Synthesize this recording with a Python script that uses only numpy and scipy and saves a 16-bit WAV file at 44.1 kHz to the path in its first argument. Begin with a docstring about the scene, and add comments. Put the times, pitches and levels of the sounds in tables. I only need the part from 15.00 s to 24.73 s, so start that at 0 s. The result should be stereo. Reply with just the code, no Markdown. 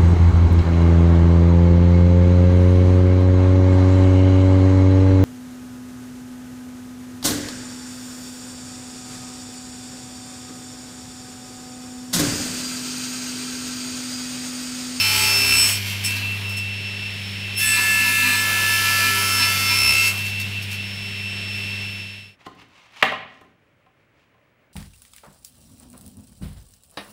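"""Table saw and offcut

A 40-tooth table saw, close by, ends one cut through a laminate plank, idles, makes a second cut and fades out.
In the quiet workshop a hand then lifts an offcut, which scuffs the bench and slaps it once.
The saw is tones at multiples of one shaft's rate, plus noise shaped by chips, plank, blade and air, and mains hum.
The offcut is short noise bursts through resonances, plus rubbing noise, with a decaying room answer."""
import sys
import numpy as np
from scipy import signal
from scipy.fft import rfft, irfft, next_fast_len
from scipy.io import wavfile
from scipy.ndimage import uniform_filter1d

SR = 44100
rng = np.random.default_rng(int(sys.argv[2]) if len(sys.argv) > 2 else 0)


def log_audio(samples):
    """Write samples as a 16-bit WAV file to the path given in sys.argv[1]."""
    # one column per channel
    frames = np.atleast_2d(samples).T
    # limit to full scale, then quantise
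    limited = np.clip(frames, -1, 1)
    pcm = np.round(limited * 32767).astype(np.int16)
    wavfile.write(sys.argv[1], SR, pcm)


N = 429084  # samples


def amp(db):
    """Decibel law: the gain of a level in dB."""
    return np.exp(np.asarray(db) * (np.log(10) / 20))


def level(gain):
    """Inverse decibel law: the level in dB of a gain."""
    return 20 * np.log10(gain + 1e-9)


def unit(x):
    """Normalization: x at rms 1."""
    return x / np.sqrt(np.mean(x ** 2) + 1e-20)


def noise():
    """White noise: equal power at every frequency."""
    return rng.standard_normal(N)


def along(points, hz):
    """Interpolation of (Hz, value) points on a logarithmic frequency axis."""
    f, v = np.transpose(points)
    return np.interp(np.log(hz + 1), np.log(f + 1), v)


def curves(rows):
    """Linear interpolation in time: a curve for each column, and a gate open inside the table's span."""
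    s, *columns = np.transpose(rows)
    t = np.arange(N) / SR
    gate = (t >= s[0]) & (t <= s[-1])
    return [np.interp(t, s, column) for column in columns] + [gate]


def wobble(rate):
    """Random modulation: a curve through normal random knots, rate of them a second."""
    knots = rng.standard_normal(int(N * rate / SR) + 2)
    return np.interp(np.arange(N) * (rate / SR), np.arange(len(knots)), knots)


def swell(peak_s, rise_s, fall_s):
    """Gaussian envelope: 1 at its peak, 1/e at rise_s before it and fall_s after it."""
    bell = np.zeros(N)
    a, b = np.clip([round((peak_s - 3 * rise_s) * SR), round((peak_s + 3 * fall_s) * SR)], 0, N)
    t = np.arange(a, b) / SR - peak_s
    bell[a:b] = np.exp(-(t / np.where(t < 0, rise_s, fall_s)) ** 2)
    return bell


def filtered(x, response):
    """Linear filtering: x times a complex response of frequency."""
    m = next_fast_len(N + SR // 2)
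    return irfft(rfft(x, m) * response(np.fft.rfftfreq(m, 1 / SR)), m)[..., :N]


def coloured(x, spectrum):
    """Spectral shaping: x through a curve of (Hz, dB) points, then at rms 1."""
    return unit(filtered(x, lambda hz: amp(along(spectrum, hz))))


def resonant(x, modes):
    """Modal response: parallel resonances (Hz, width Hz, dB) of alternating sign."""
    def response(f):
        total = 0
        for k, (centre, width, db) in enumerate(modes):
            damping = 1j * f * width
            total = total + (-1) ** k * amp(db) * damping / (centre ** 2 - f ** 2 + damping)
        return total
    return filtered(x, response)


def tone(db, phase):
    """Simple harmonic motion: a sine of the given rms level and a random starting phase."""
    return np.sqrt(2) * amp(db) * np.sin(phase + rng.uniform(0, 2 * np.pi))


# spectrum of the quiet workshop: frequency_hz, relative level_db
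SHOP_SPECTRUM = [(15, -48), (25, -22.5), (122, -2), (215, -12), (234, -8), (470, -12.5), (568, -8),
                 (764, -17.5), (2300, -15), (4400, -33), (15600, -47.5)]


def workshop_floor():
    """Ambient noise: random pressure with a fixed spectrum and a slightly wandering level."""
    return amp(-62 + .8 * wobble(16)) * coloured(noise(), SHOP_SPECTRUM)


# reverberation of the workshop: frequency_hz, t60_s
ROOM_DECAY = [(150, 0.97), (700, 0.53), (2000, 0.57), (4000, 0.55), (8000, 0.37), (14000, .25)]


def room(x):
    """Reverberation: convolution with noise in which each frequency decays at its own speed."""
    hz, t, z = signal.stft(rng.standard_normal(SR), SR, nperseg=256)
    decaying = z * amp(-60 * t / along(ROOM_DECAY, hz)[:, None])
    tail = signal.istft(decaying, SR, nperseg=256)[1]
    delayed = np.pad(x, (300, 0))  # samples
    return signal.fftconvolve(delayed, tail / np.linalg.norm(tail))[:N]


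# hands and plank sliding: peak_s, rise_s, fall_s, level_db (before a common +1 dB)
SCUFFS = [(7.402, 0.0089, .04, -56.5), (7.466, 0.012, 0.0058, -45), (7.626, .06, 0.0092, -52.5),
          (7.776, 0.075, 0.14, -55.5), (8.017, 0.065, 0.0036, -43), (8.3, .02, 0.122, -60),
          (9.01, .02, 0.038, -74), (9.206, 0.063, 0.056, -68.5)]
# spectrum of the sliding: frequency_hz, relative level_db
RUB_SPECTRUM = [(410, -33), (700, -9.5), (1010, -4), (1510, -10.5), (2670, -4), (3640, -11.5), (5590, -17),
                (15600, -42.5)]


def rubbing():
    """Friction noise: rough, fast-wavering noise swells with each slide."""
    sliding = sum(amp(db + 1.0) * swell(s, rise, fall) for s, rise, fall, db in SCUFFS)
    return sliding * coloured(amp(2.7 * wobble(200)) * noise(), RUB_SPECTRUM)


# plank contacts: start_s, level_db, then against it knock_db, slap_db, crack_db, thud_db (before fixed trims)
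CONTACTS = [(7.407, -42, -15, -9, -26, -19.5), (7.463, -23, -11, -18, -20.5, -10.5),
            (7.549, -51, -30, -27, -3, -30.5), (7.59, -44, -16, -10, -13, -6),
            (7.616, -36, -19.5, -10, -18, -11.5), (7.684, -49.5, -19.5, -13.5, -8.5, -24.5),
            (7.922, -46, -26.5, -13.5, -8.5, -29.5), (7.961, -34.5, -19, -10, -14, -23),
            (8.025, 0, -9, -4.5, -36, -24.5), (8.119, -15, -6, -13, -47, -28),
            (8.411, -36.5, -8.5, -13.5, -14.5, -9), (8.444, -46, -10, -13, -23, -9),
            (8.862, -48, -6, -11, -29.5, -23), (9.341, -49, -8.5, -13, -29, -18.5),
            (9.379, -55, -9, -11, -24.5, -11)]
# bending modes of the plank, the hollow knock: frequency_hz, width_hz, level_db
HOLLOW_MODES = [(550, 290, -9.5), (776, 58, 2.5), (1042, 29, 4.5), (1310, 200, -7)]
# hard face of the plank, the bright slap: frequency_hz, width_hz, level_db
FACE_MODES = [(1830, 600, 5.5), (3000, 1340, 0), (4370, 1300, -9)]
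# the bench, the low thud: frequency_hz, width_hz, level_db
BENCH_MODES = [(111, 120, -2.5), (182, 45, 6), (284, 92, 1.5), (437, 56, 1)]


def plank_contacts():
    """Impact excitation: each contact drives knock, slap, crack and thud in its own mix."""
    blows, t = np.zeros((4, N + SR)), np.arange(SR // 20) / SR
    landing = 1 - np.exp(-t / 0.0014)  # the face meets the bench bit by bit
    for s, db, knock_db, slap_db, crack_db, thud_db in CONTACTS:
        # each part: its level, a trim in dB, and a decay given by the time to fall 60 dB
        fall_db = np.array([knock_db + 21.0 - 60 * t / 0.057,
                            slap_db + 15.0 - 60 * t / 0.024,
                            crack_db + 6.0 - 60 * t / .025,
                            thud_db + 19 - 60 * t / 0.058])
        fall = landing * amp(db + fall_db)
        z = rfft(fall * rng.standard_normal(fall.shape))
        # a blow pushes all frequencies evenly; the colour comes from the wood
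        smooth = np.sqrt(uniform_filter1d(np.abs(z) ** 2, size=11))
        even = z * np.linalg.norm(fall, axis=1)[:, None] / smooth
        fade_out = np.cos(np.pi / 2 * t / t[-1])
        blows[:, round(s * SR):][:, :len(t)] += irfft(even, len(t)) * fade_out
    knock, slap, edge, thud = blows[:, :N]

    def sharp(hz):
        """Band-pass response: second-order slopes at 4 and 10 kHz."""
        return (1j * hz / 4000) ** 2 / (1 + 1j * hz / 4000) ** 2 / (1 + 1j * hz / 10000) ** 2
    crack = filtered(edge, sharp)
    return resonant(knock, HOLLOW_MODES) + resonant(slap, FACE_MODES) + resonant(thud, BENCH_MODES) + crack


# spectrum of the air noise: frequency_hz, relative level_db
AIR_SPECTRUM = [(15, -76.5), (25, -15), (96, -16), (148, -9), (199, -12.5), (331, -19.5), (1210, -24),
                (2500, -8), (2710, -6.5), (4050, -16), (5030, -21.5), (5450, -22.5), (5910, -27.5),
                (10700, -36), (15600, -66)]


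def air_noise():
    """Broadband flow noise: shaped noise with a slightly wandering level."""
    return amp(-33 + 0.74 * wobble(12)) * coloured(noise(), AIR_SPECTRUM)


# the free machine, louder while the blade runs back through the kerf:
# time_s, mains_hum_db, tooth_tone_db, second_harmonic_db
MACHINE_LEVELS = [(0, -33.5, -35, -45), (.6, -35.5, -35, -45), (.78, -31, -36, -45),
                  (1.0, -31.5, -35, -47.5), (1.13, -30.5, -25, -55), (1.3, -31, -27.5, -55),
                  (1.5, -30.5, -28, -39.5), (1.65, -31.5, -30, -45.5), (1.9, -35.5, -34, -40.5),
                  (2.3, -34.5, -33.5, -42.5), (2.55, -34.5, -32.5, -49), (2.8, -38, -32, -45),
                  (3.6, -34.5, -32, -45), (4.75, -32, -32, -45), (4.9, -35.5, -30, -45),
                  (5.15, -32.5, -31, -42), (5.45, -32, -28, -47), (5.7, -32.5, -30.5, -49),
                  (5.9, -36, -36, -41), (6.6, -35, -32.5, -41), (7.36, -35.5, -34, -40)]


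def motor_hum():
    """Mains hum: a 99.8 Hz tone with its octave and fourfold, phases wandering together."""
    hum_db = curves(MACHINE_LEVELS)[0]
    mains = 2 * np.pi * 99.8 * np.arange(N) / SR + 0.17 * wobble(6.2)
    octave = tone(-43.5 + 0.54 * wobble(6), 2 * mains)
    fourfold = tone(-56 + 1.7 * wobble(6), 4 * mains)
    return tone(hum_db, mains) + octave + fourfold


# the shaft labours: peak_s, length_s (each side), level_db
SHAFT_THROBS = [(0.181, 0.056, -46), (.54, 0.11, -40), (2.68, .05, -48), (4.35, .12, -52.5),
                (4.874, 0.093, -38.5)]


def throb_level():
    """Superposition: the level in dB of the once-a-turn tone, swelling above a -65 dB rest."""
    return level(amp(-65) + sum(amp(db) * swell(s, length, length) for s, length, db in SHAFT_THROBS))


# the load slows the blade: time_s, tooth_rate_hz
TOOTH_RATE = [(0, 2657.5), (.3, 2664.5), (.65, 2672), (.85, 2680.5), (1.1, 2676), (1.4, 2681), (2.5, 2680),
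              (2.62, 2676.5), (2.8, 2668), (3.4, 2668), (4, 2670.5), (4.3, 2666), (4.6, 2666), (5.06, 2671),
              (5.2, 2680), (5.5, 2681), (7.36, 2679.5)]
TEETH = 40


def rotation():
    """Phase is the integral of frequency: the tooth phase, and the shaft phase TEETH times slower."""
    tooth = 2 * np.pi * np.cumsum(curves(TOOTH_RATE)[0]) / SR
    return tooth, tooth / TEETH


# the returning blade brushes the kerf wall: peak_s, length_s (fall; rise a third), chip_hiss_db (before
# the chips' +4 dB), whine_db of the 2nd harmonic (before the harmonic offsets)
KERF_GRAZES = [(.88, 0.054, -47, -52), (1.054, 0.034, -32, -23.5), (1.11, .03, -44, -45),
               (1.164, 0.024, -46, -42), (1.5, 0.03, -50.5, -52), (1.576, .025, -47, -34.5),
               (5.181, 0.023, -47.5, -41), (5.265, 0.035, -46.5, -54), (5.403, 0.024, -43.5, -48),
               (5.628, .015, -49, -49), (5.722, .03, -44, -55)]


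def grazes():
    """Intermittent contact: the touch, hiss gain and whine gain of the brushes in time."""
    brush = [swell(s, length / 3, length) for s, length, _, _ in KERF_GRAZES]
    hiss = sum(amp(row[2]) * b for row, b in zip(KERF_GRAZES, brush))
    whine = sum(amp(row[3]) * b for row, b in zip(KERF_GRAZES, brush))
    return sum(brush), hiss, whine


# the free tooth tone dips: peak_s, length_s (each side)
TONE_DIPS = [(0.817, 0.028), (1.03, 0.032), (1.19, 0.031), (1.41, 0.049), (2.287, 0.12), (5.51, 0.038),
             (5.66, 0.049), (5.93, 0.04)]
# harmonics 3 to 5 of the free blade: level_db
IDLE_WHINE = [-59.5, -60, -69.5]
# harmonics 1 to 5 of a graze, against its whine_db: offset_db
GRAZE_HARMONICS = [-17, -0.5, -8, -11, -21]
# one table a cut: time_s, tooth_tone_db, second_db, third_db, fourth_db (its harmonics)
CUT_WHINE = [
    [(0, -24, -22.5, -42, -41.5), (.18, -32.5, -30, -28.5, -44), (.35, -23, -20.5, -39, -37.5),
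     (.45, -22.5, -22.5, -37, -36), (.55, -22.5, -22, -27.5, -32), (.63, -35.5, -16.5, -20.5, -30),
     (.69, -41, -29.5, -30.5, -35.5), (.76, -39.5, -26, -33.5, -40), (.81, -48, -54, -56, -60)],
    [(2.55, -37, -44, -55, -66), (2.58, -28.5, -26, -44.5, -28.5), (2.68, -24, -30, -24, -30.5),
     (2.78, -21.5, -33.5, -34.5, -34), (3.01, -21.5, -38.5, -33, -42), (3.09, -24.5, -34, -49, -32),
     (3.22, -23.5, -51, -39, -53.5), (3.4, -28.5, -31, -34, -42), (3.5, -28, -44.5, -54, -41),
     (3.71, -25.5, -33, -53, -33.5), (3.89, -29.5, -33.5, -41, -36.5), (4.14, -30, -37, -46, -35),
     (4.41, -26, -22, -37, -32), (4.57, -31, -34, -47, -43), (4.78, -24.5, -22, -39, -36),
     (4.9, -22.5, -22, -43.5, -29), (4.98, -20.5, -32, -36, -44), (5.08, -20.5, -27, -37, -28.5),
     (5.13, -31, -40.5, -42, -47)],
]


def tooth_whine(tooth, graze):
    """Harmonic series: five wavering multiples of the tooth rate, at idle, cutting or graze levels."""
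    _, idle_db, second_db, _ = curves(MACHINE_LEVELS)
    idle_db = idle_db - 12.5 * sum(swell(s, length, length) for s, length in TONE_DIPS)
    upper_db = [np.full(N, db) + 2.2 * wobble(5) for db in IDLE_WHINE]
    whine_db = np.array([idle_db, second_db] + upper_db)
    for cut in CUT_WHINE:
        *cut_db, cutting = curves(cut)
        fifth_db = cut_db[-1] - 9 + 2.5 * wobble(8)
        whine_db = np.where(cutting, cut_db + [fifth_db], whine_db)
    whine_db = level(amp(whine_db) + graze * amp(GRAZE_HARMONICS)[:, None])
    return sum(tone(db + 2.0 * wobble(30), k * tooth + 0.16 * wobble(40))
               for k, db in enumerate(whine_db, start=1))


# blade flutter in the kerf, one list a cut: shaft_order, peak_s, length_s (each side), level_db
KERF_FLUTTER = [
    [(6, 0.35, 0.24, -39.5), (13, .2, .14, -35.5), (20, 0.19, 0.29, -38), (20, .55, 0.029, -37),
     (36, 0.53, .22, -33), (39, 0.11, 0.25, -34.5), (39, .55, 0.22, -31), (44, .2, .3, -37),
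     (46, .08, 0.12, -27.5), (62, 0.051, .15, -31.5), (100, 0.68, .07, -35.5), (100, .25, .1, -42)],
    [(6, 4.14, 0.15, -42), (6, 4.9, 0.3, -47), (20, 2.96, 0.77, -39), (20, 4.29, 0.74, -30),
     (26, 2.864, 0.47, -25), (26, 3.794, 0.59, -22.5), (32, 3, 0.59, -31.5), (32, 4.8, 0.63, -33),
     (39, 2.64, .08, -29), (36, 3.3, .5, -35), (39, 3.2, .6, -32), (39, 4.9, .2, -27),
     (46, 4.12, 0.84, -36), (52, 2.3, 0.46, -26.5), (52, 4.63, 0.22, -33), (54, 3.3, 0.82, -43),
     (54, 3.5, 0.75, -49), (60, 4.91, .2, -36), (61, 5.3, .2, -38), (41, 4.95, .15, -32),
     (100, 5.03, .1, -38), (76, 3.9, .4, -40)],
]


def blade_flutter(shaft, load):
    """Order excitation: multiples of the shaft rate swell and die while the teeth are in the wood."""
    gains = {}
    for cut, rows in zip(CUT_WHINE, KERF_FLUTTER):
        cutting = curves(cut)[-1]
        for order, s, length, db in rows:
            gain = cutting * amp(db) * swell(s, length, length)
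            gains[round(order)] = gains.get(round(order), 0) + gain
    orders = sum(gain * tone(1.8 * wobble(10), order * shaft + .3 * wobble(12))
                 for order, gain in gains.items())
    entry = 1 - swell(2.58, .2, 0.041)  # at 2.58 s the teeth enter the plank; flutter grows after it
    return load * entry * orders


# response of plank and teeth to a bite: frequency_hz, relative level_db
BITE_SPECTRUM = [(60, -24), (300, -13.5), (600, -21), (1000, -18), (1500, -14), (2500, 4.5), (3500, -5),
                 (5000, -2.5), (8000, -12.5), (15000, -11.5)]


def uneven_bites(shaft, clicks):
    """Amplitude modulation: tooth clicks sized by a shaft-order pattern, answered by the clamped plank."""
    # teeth differ in height: a pattern that drifts as the plank moves and nearly repeats each half turn
    pattern = sum(tone(4 * wobble(4) - 5 * (k % 2), k * shaft + .5 * wobble(3))
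                  for k in range(1, TEETH // 2))
    # the plank answers each shaft order at its own strength
    t = np.arange(SR // 20) / SR
    board = rng.standard_normal(len(t)) * amp(-60 * t / 0.028)
    return coloured(signal.fftconvolve(pattern * clicks, board)[:N], BITE_SPECTRUM)


# spectrum of the chip hiss: frequency_hz, relative level_db
CHIP_SPECTRUM = [(880, -52), (1500, -17), (2260, -12), (2620, -9), (2810, -6), (3800, -20), (5520, -13),
                 (6270, -13.5), (11100, -12.5), (15600, -17.5)]


def chip_hiss(hiss_db):
    """Random impacts: shaped noise, flickering fast, at the chip level plus 4 dB."""
    flying = amp(1.0 * wobble(900)) * noise()
    return amp(hiss_db + 4.0 + 1.1 * wobble(8.8)) * coloured(flying, CHIP_SPECTRUM)


# spectrum of the plank body: frequency_hz, relative level_db
BODY_SPECTRUM = [(130, -36.5), (220, -20), (339, -12.5), (873, -11.5), (948, -9), (1140, -9), (1310, -7.5),
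                 (1600, -12), (2080, -30), (3520, -120)]


def plank_body(body_db):
    """Forced vibration: shaped noise for the plank driven by the cut."""
    return amp(body_db + 1.7 * wobble(8)) * coloured(noise(), BODY_SPECTRUM)


# modes of the blade: frequency_hz, width_hz, relative level_db
BLADE_MODES = [(255.3, 4.6, -6), (971, 17, -9.5), (1206, 11, -14.5), (1640, 25, -8), (2000, 30, -13.5),
               (2401, 10, 4), (2594, 120, -9), (2940, 40, -9.5), (5020, 68, -17), (4097, 260, -13)]


def blade_ring(ring_db, load):
    """Modal resonance: noise rings the blade's modes while the teeth touch wood."""
    return load * amp(ring_db + 3.0 * wobble(14)) * unit(resonant(noise(), BLADE_MODES))


# how hard the teeth work the wood: time_s, chip_hiss_db (before +4 dB), bite_db (before -2.5 dB),
# body_db, ring_db; bites and ring are gated by load, and all four are swung by the blade's runout
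TOOTH_WORK = [(0, -31.5, -20.5, -45, -33), (.15, -30, -18.5, -37, -32.5), (.4, -31.5, -23.5, -36.5, -32),
              (.63, -32, -21.5, -40, -33), (.7, -27, -25.5, -37, -32.5), (.8, -45.5, -26.5, -53, -40),
              (1.0, -47.5, -31.5, -51, -44.5), (1.2, -47, -29, -50, -30.5), (1.5, -51, -39, -48.5, -38),
              (1.8, -54.5, -40, -65, -44.5), (2.56, -52, -49, -60, -50), (2.6, -29.5, -29.5, -57, -37),
              (2.8, -32, -25, -38.5, -31.5), (3.3, -30.5, -30, -39.5, -27), (3.9, -32, -22, -39, -31.5),
              (4.35, -30.5, -24, -39.5, -29.5), (4.9, -33.5, -24, -38.5, -32),
              (5.08, -34.5, -20.5, -45, -36), (5.14, -38.5, -37, -39.5, -40), (5.35, -50.5, -34, -69, -44),
              (6, -53.5, -34, -62, -45.5), (7.36, -53.5, -38, -66, -47)]


def saw():
    """Synchronous machine noise: whine, flutter, bites and runout share one shaft phase."""
    tooth, shaft = rotation()
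    touch, graze_hiss, graze_whine = grazes()
    work_db, bite_db, body_db, ring_db, _ = curves(TOOTH_WORK)
    hiss_db = level(amp(work_db) + graze_hiss)
    load = np.clip((hiss_db + 54) / 12, 0, 1)  # teeth touch wood only while chips fly
    # a click per tooth; whatever sizes the clicks shows as sidebands of every tooth tone
    clicks = 1 + 2 * sum(np.cos(k * tooth) for k in range(1, 6))
    flutter = blade_flutter(shaft, load)
    sidebands = amp(-26) * filtered(flutter * (clicks - 1), lambda hz: hz > 3000)
    # a blade that runs out of true bites harder once a turn, most when the shaft throbs;
    # a graze touches once a turn, adding up to 3 dB of swing
    throb_db = throb_level()
    swing_db = np.clip((throb_db + 56) / 5, 0, 6) + 3 * np.clip(touch, 0, 1)
    runout = amp(swing_db * np.cos(shaft))
    bites = load * amp(bite_db - 2.5) * uneven_bites(shaft, clicks)
    cutting = runout * (bites + blade_ring(ring_db, load) + chip_hiss(hiss_db) + plank_body(body_db))
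    machine = air_noise() + motor_hum() + tone(throb_db, shaft)
    fade_s, silent_s = 6.823, 7.365
    fade = np.clip((silent_s - np.arange(N) / SR) / (silent_s - fade_s), 0, 1) ** 0.99
    return fade * (tooth_whine(tooth, graze_whine) + flutter + sidebands + cutting + machine)


def scene():
    """Superposition: floor, handled offcut with its reverberation, and saw, the same in both channels."""
    handling = plank_contacts() + rubbing()
    mix = workshop_floor() + handling + amp(-6) * room(handling) + saw()
    return np.tile(mix, (2, 1))


def record(dry):
    """Saturation and band limiting: soft overload near full scale, then nothing from 15730 Hz up."""
    overloaded = dry / (1 + np.abs(dry) ** 6) ** (1 / 6)
    return filtered(overloaded, lambda hz: hz < 15730)


dry = scene()
out = record(dry)
log_audio(out)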